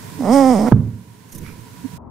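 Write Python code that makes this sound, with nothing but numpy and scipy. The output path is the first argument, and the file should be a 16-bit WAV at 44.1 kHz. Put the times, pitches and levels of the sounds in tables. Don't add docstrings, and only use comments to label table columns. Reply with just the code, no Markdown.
import sys
import numpy as np
from scipy import signal
from scipy.fft import rfft, irfft
from scipy.io import wavfile
from scipy.ndimage import uniform_filter1d

SR = 44100
rng = np.random.default_rng(int(sys.argv[2]) if len(sys.argv) > 2 else 0)


def to_wav(s):
    ch = np.atleast_2d(s).T
    pcm = np.round(np.clip(ch, -1, 1) * 32767)
    wavfile.write(sys.argv[1], SR, pcm.astype(np.int16))


N = 92610
T = np.arange(N) / SR
HZ = np.fft.rfftfreq(N, 1 / SR)


def amp(db):
    return 10 ** (np.asarray(db) / 20)


def rms(x):
    return np.sqrt(np.mean(x ** 2) + 1e-20)


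def over_frequency(points, hz=HZ):
    f, value = np.transpose(points)
    return np.interp(np.log(hz + 1), np.log(f + 1), value)


def over_time(rows, column=1):
    rows = np.array(rows)
    return np.interp(T, rows[:, 0], rows[:, column])


def pan(db):
    half_db = np.atleast_1d(db) / 2
    gains = amp([half_db, -half_db])
    return gains / gains.mean(0)


def noise(colour, likeness, pan_db):
    common, apart = rfft(rng.standard_normal((2, N)))
    left = likeness * common + np.sqrt(1 - likeness ** 2) * apart
    x = irfft(np.array([left, common]) * amp(over_frequency(colour)) * pan(pan_db), N)
    return x / rms(x.mean(0))


def ring(x, colour):
    log_gain = np.log(amp(over_frequency(colour, abs(np.fft.fftfreq(N, 1 / SR)))))
    response = np.fft.ifft(np.exp(np.conj(signal.hilbert(log_gain)))).real[:4096]
    return signal.fftconvolve(x, response)[:N]


def clicks(times, sizes):
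    out = np.zeros(N)
    near = np.arange(-8, 9)
    for time, size in zip(times, sizes):
        at = int(time * SR) + near
        out[at] += size * np.sinc(at - time * SR) * np.hanning(len(near))
    return out


def steady(x):
    window = np.hanning(900)
    power = abs(signal.fftconvolve(x ** 2, window / window.sum(), 'same'))
    return x / np.sqrt(power + 1e-4 * np.mean(x ** 2))


def swells(rows):
    return sum(amp(db) * np.exp(-((T - time) / half) ** 2) for time, half, db in rows)


def background():
    # (frequency [Hz], level [dB])
    room_colour = [(18, -53), (30, -14), (53, -27), (64, -17), (114, 3), (137, -7.5), (164, -3), (208, -8),
                   (263, -8), (359, -20), (432, -11.5), (532, -23), (874, -24.5), (970, -10.5),
                   (1200, -29.5), (1440, -23), (3070, -29), (8500, -30.5), (15500, -35)]
    dull_colour = [(18, -53), (30, -20.5), (108, -0.5), (182, -12), (243, -5.5), (443, -19), (1020, -17.5),
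                   (1290, -28), (1470, -39), (3680, -72), (15500, -81)]
    whine_colour = [(780, -60), (900, -12), (960, 0), (1030, -10), (1180, -60)]
    # (frequency [Hz], left minus right [dB])
    room_balance = [(60, 2.5), (180, -9), (550, -2), (1650, -7.5), (4970, -5.5), (15000, -8.5)]
    # (frequency [Hz], signed square of left-right correlation [ratio])
    room_focus = [(60, 0.92), (180, 0.38), (550, 0.14), (1650, -0.12), (4970, -0.0), (15000, -0.025)]
    # (time [s], level [dB])
    whine_level = [(0, -60), (.7, -60), (1.2, -52), (1.65, -50), (1.97, -56), (2.1, -60)]
    dull_from_s, dull_fade_s = 1.972, .0093
    likeness = np.sqrt(abs(over_frequency(room_focus)))
    room = amp(-35.5) * noise(room_colour, likeness, over_frequency(room_balance))
    whine = amp(over_time(whine_level)) * noise(whine_colour, likeness=.6, pan_db=-3)
    dull_hum = amp(-37.5) * noise(dull_colour, likeness=.5, pan_db=4)
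    crossfade = np.clip((T - dull_from_s) / dull_fade_s, 0, 1)
    return whine + (1 - crossfade) * room + np.sqrt(crossfade) * dull_hum


def hoot():
    # (time [s], pitch [Hz], level [dB])
    glide = [(.184, 310, -54), (.192, 297, -25), (.208, 275.4, -14.5), (.226, 250, -22), (.25, 206, -25),
             (.262, 190, -55)]
    sounding = (T > glide[0][0]) & (T < glide[-1][0])
    phase = 2 * np.pi * np.cumsum(over_time(glide)) / SR
    return sounding * amp(over_time(glide, column=2)) * np.sin(phase)


def grunt():
    # (time [s], pulse rate [Hz])
    pitch = [(.19, 48.3), (.212, 65.85), (.232, 82.9), (.243, 124.6), (.254, 186.7), (.272, 195.2),
             (.286, 207.6), (.334, 271.7), (.356, 281.9), (.378, 275.8), (.402, 275.7), (.445, 260.8),
             (.488, 261.1), (.506, 248.8), (.524, 247.9), (.565, 188.3), (.585, 192), (.597, 226.5),
             (.612, 205.2), (.626, 225.2), (.638, 207.8), (.668, 246), (.69, 242.1)]
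    # (time [s], roughness [0-1])
    roughness = [(.19, 0.1), (.26, 0.51), (.3, 0.02), (.575, .06), (.6, 0.63), (.69, 0.54)]
    # (time [s], chest [dB], throat [dB], air [dB])
    effort = [(0.19, -42, -31, -50), (0.212, -39, -29.5, -51), (0.24, -25.5, -26.5, -48),
              (0.262, -24.5, -20, -44.5), (0.302, -13, -15, -41), (0.334, -12, -14, -31),
              (0.364, -12, -12, -32.5), (0.434, -13.5, -12.5, -37), (0.504, -12.5, -14, -36.5),
              (0.56, -16.5, -18.5, -38), (0.655, -15.5, -22.5, -43), (0.672, -17, -19.5, -41),
              (0.688, -15.5, -18, -40), (0.699, -45, -31, -75)]
    # (time [s], half length [s], level [dB])
    flare_swell = [(.679, .011, -32)]
    # (frequency [Hz], level [dB])
    chest_colour = [(30, -14.5), (110, -14.5), (180, 1.5), (270, 7.5), (330, -7.5), (450, -19.5),
                    (900, -73), (3000, -108.5)]
    throat_colour = [(60, -69), (260, -21), (385, -2), (540, 2.5), (790, 0), (900, -6.5), (1100, -10),
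                     (1320, -17), (1600, -30.5), (1900, -21.5), (2220, -24), (2600, -42), (5000, -45),
                     (15000, -67)]
    rasp_colour = [(40, -26), (130, -2), (400, -3), (700, 4), (1250, -5), (1550, -22), (2200, -26),
                   (3000, -34), (8000, -60)]
    air_colour = [(500, -30), (1500, -8), (2050, -5.5), (2590, -16.5), (3210, -7.5), (4200, -15.5),
                  (5090, 0), (6250, -6), (7600, -8), (8900, -2.5), (10200, -17.5), (13000, -14),
                  (15500, -29)]
    flare_colour = [(600, -25), (1100, -6), (1300, 0), (1550, -5), (1750, -12), (2200, -10), (2700, -24),
                    (8000, -45)]
    # (frequency [Hz], left minus right [dB])
    grunt_balance = [(60, -10), (150, -4), (380, -7.5), (950, -10.5), (2380, -4.5), (5980, -8),
                     (15000, -9.0)]
    # (frequency [Hz], squared left-right correlation [0-1])
    air_focus = [(60, 0.84), (240, 0.98), (950, 1), (3770, 0.54), (15000, 0.31)]
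    start_s, end_s, edge_s = .19, .70, .0045
    jitter_s, shimmer_db, puff_depth = .0007, 3.5, .6
    throat_trim_db, rasp_trim_db, air_trim_db = -2.5, -19, -.47

    cycles = np.cumsum(over_time(pitch) * (T > start_s)) / SR
    at = np.flatnonzero((np.diff(np.ceil(cycles)) > 0) & (T[1:] < end_s))
    rough = over_time(roughness)
    timing_slip, level_slip = rough[at] * rng.standard_normal((len(at), 2)).T
    pulses = clicks(T[at] + jitter_s * timing_slip, amp(shimmer_db * level_slip))
    gate = np.clip(np.minimum(T - start_s, end_s - T) / edge_s, 0, 1)
    chest_gain, throat_gain, air_gain = (gate * amp(over_time(effort, column)) for column in (1, 2, 3))
    chest = chest_gain * steady(ring(pulses, chest_colour))
    throat = amp(throat_trim_db) * throat_gain * steady(ring(pulses, throat_colour))
    balance = over_frequency(grunt_balance)
    voice = irfft(rfft(chest + throat + hoot()) * pan(balance), N)

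    rasp = amp(rasp_trim_db) * throat_gain * (.37 + 2 * rough) * noise(rasp_colour, .95, balance)
    hiss = amp(air_trim_db) * air_gain * noise(air_colour, np.sqrt(over_frequency(air_focus)), balance)
    flare = swells(flare_swell) * noise(flare_colour, .9, balance)
    puffs = 1 + puff_depth * np.cos(2 * np.pi * cycles)
    return voice + puffs * (rasp + hiss + flare)


def decay(t, db, t60_s):
    return amp(db - 60 * t / t60_s)


def room_echo(x):
    wet_db, predelay_s = -17, .004
    t = T[:SR // 2]
    tail = rng.standard_normal((2, len(t))) * decay(t, db=0, t60_s=.29) * (t > predelay_s)
    return amp(wet_db) * signal.fftconvolve(x, tail / np.linalg.norm(tail[0]), axes=1)[:, :N]


def stamp():
    # (time [s], slap [dB], push into the floor [dB])
    hits = [(0.7162, -11, -12), (0.721, 3.5, 6)]
    # (frequency [Hz], level [dB], t60 [s])
    board_modes = [(84.15, -10, .55), (111, -5, .65), (127.3, -4.5, 0.26), (160, -9, .35),
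                   (205.6, -8, 0.54), (230, -7, 0.43), (280, -16.5, 0.22), (446, -15, 0.14)]
    # (frequency [Hz], level [dB])
    slap_colour = [(30, -1.5), (250, 13.5), (500, 8), (750, 1.5), (1300, -1.5), (2000, -21), (3200, -29),
                   (5000, -40), (15000, -65)]
    boom_colour = [(20, -14), (45, -22.5), (80, -4.5), (120, 0), (170, 1.5), (230, -2), (300, -15.5),
                   (450, -22), (700, -34), (1200, -40), (3000, -60), (15000, -93)]
    heel_s, pan_db = .721, -5.5
    thud_start_hz, thud_end_hz, settle_s = 331.4, 110.1, .0058
    board_rise_s, thud_rise_s, crunch_rise_s, boom_rise_s = .017, .006, .00069, .042

    impact = np.zeros(N)
    for time, slap_db, push_db in hits:
        t = np.maximum(T - time, 0)
        slap = ring(clicks([time], [1]), slap_colour)
        boards = sum(decay(t, db, t60) * np.sin(2 * np.pi * hz * t) for hz, db, t60 in board_modes)
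        impact += amp(slap_db) * slap / abs(slap).max()
        impact += amp(push_db) * (1 - np.exp(-t / board_rise_s)) * boards

    t = np.maximum(T - heel_s, 0)
    cycles = thud_end_hz * t + (thud_start_hz - thud_end_hz) * settle_s * (1 - np.exp(-t / settle_s))
    thud = (1 - np.exp(-t / thud_rise_s)) * decay(t, db=12, t60_s=.21) * np.sin(2 * np.pi * cycles)
    crunch_attack = 1 - np.exp(-(t / crunch_rise_s) ** 2)
    crunch = crunch_attack * decay(t, db=5, t60_s=.03) * noise(slap_colour, .7, pan_db)
    boom_attack = np.minimum(t / boom_rise_s, 1)
    boom = boom_attack * decay(t, db=2, t60_s=.57) * noise(boom_colour, .95, pan_db)
    return (impact + thud) * pan(pan_db) + crunch + boom


def shuffle():
    # (time [s], half length [s], level [dB])
    swishes = [(1.296, 0.0094, -44), (1.328, .009, -31), (1.355, .011, -31), (1.385, .008, -34)]
    # (time [s], half length [s], level [dB])
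    steps = [(1.365, 0.039, -25.5), (1.428, 0.021, -21), (1.49, 0.03, -28), (1.58, 0.049, -32.5)]
    drags = [(1.48, 0.054, -38.5)]
    ticks = [(1.465, 0.00095, -24), (1.492, .0013, -31)]
    # (frequency [Hz], level [dB])
    swish_colour = [(500, -10), (4500, -15), (6200, 0), (7500, -10), (9000, -1.5), (11000, -4), (13500, -2),
                    (15500, -25)]
    paw_colour = [(20, -3), (40, -9.5), (65, -6.5), (110, 1), (200, -4.5), (300, -10), (450, -17.5),
                  (600, -28), (900, -54), (3000, -42.5)]
    towel_colour = [(300, -4), (1000, -11), (1550, -2), (2000, -4), (2300, 4.5), (2800, -14), (4000, -16),
                    (5000, -10.5), (8000, -22), (12000, -11.5), (15500, -28)]
    claw_colour = [(300, -28), (800, -23), (1150, -3), (1500, 2), (2300, -4), (3000, -19), (10000, -38)]
    grain_db, pan_db = 1.7, -8.5
    flicker = uniform_filter1d(rng.standard_normal(N), size=90)
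    grain = amp(grain_db * flicker / rms(flicker))
    swish = swells(swishes) * noise(swish_colour, likeness=.6, pan_db=-5)
    towel = swells(drags) * noise(towel_colour, .39, pan_db)
    paws = swells(steps) * noise(paw_colour, .88, pan_db)
    claws = swells(ticks) * noise(claw_colour, .91, pan_db)
    return grain * (swish + towel) + paws + claws


def blips():
    # (time [s], half length [s], pitch [Hz], level [dB])
    notes = [(1.855, .012, 262, -16.5), (1.943, 0.014, 169, -27)]
    tones = sum(swells([(time, half, db)]) * np.cos(2 * np.pi * hz * (T - time))
                for time, half, hz, db in notes)
    return pan(db=-21) * tones


def scene():
    call = grunt()
    return call + room_echo(call) + stamp() + shuffle() + blips() + background()


def record(dry):
    threshold_db, recover_db_per_s, cutoff_hz = -3.5, 9, 15700
    power = abs(uniform_filter1d(dry ** 2, size=300, axis=1)).max(0)
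    level_db = 10 * np.log10(power + 1e-12)
    recovery_db = recover_db_per_s * T
    held_db = np.maximum.accumulate(level_db + recovery_db) - recovery_db
    duck_db = np.maximum(held_db - threshold_db, 0)
    ducked = dry * amp(-uniform_filter1d(duck_db, size=180))
    lowpass = signal.firwin(511, cutoff_hz, window=("kaiser", 9), fs=SR)
    return signal.oaconvolve(ducked, lowpass[None], "same")


dry = scene()
out = record(dry)
to_wav(out)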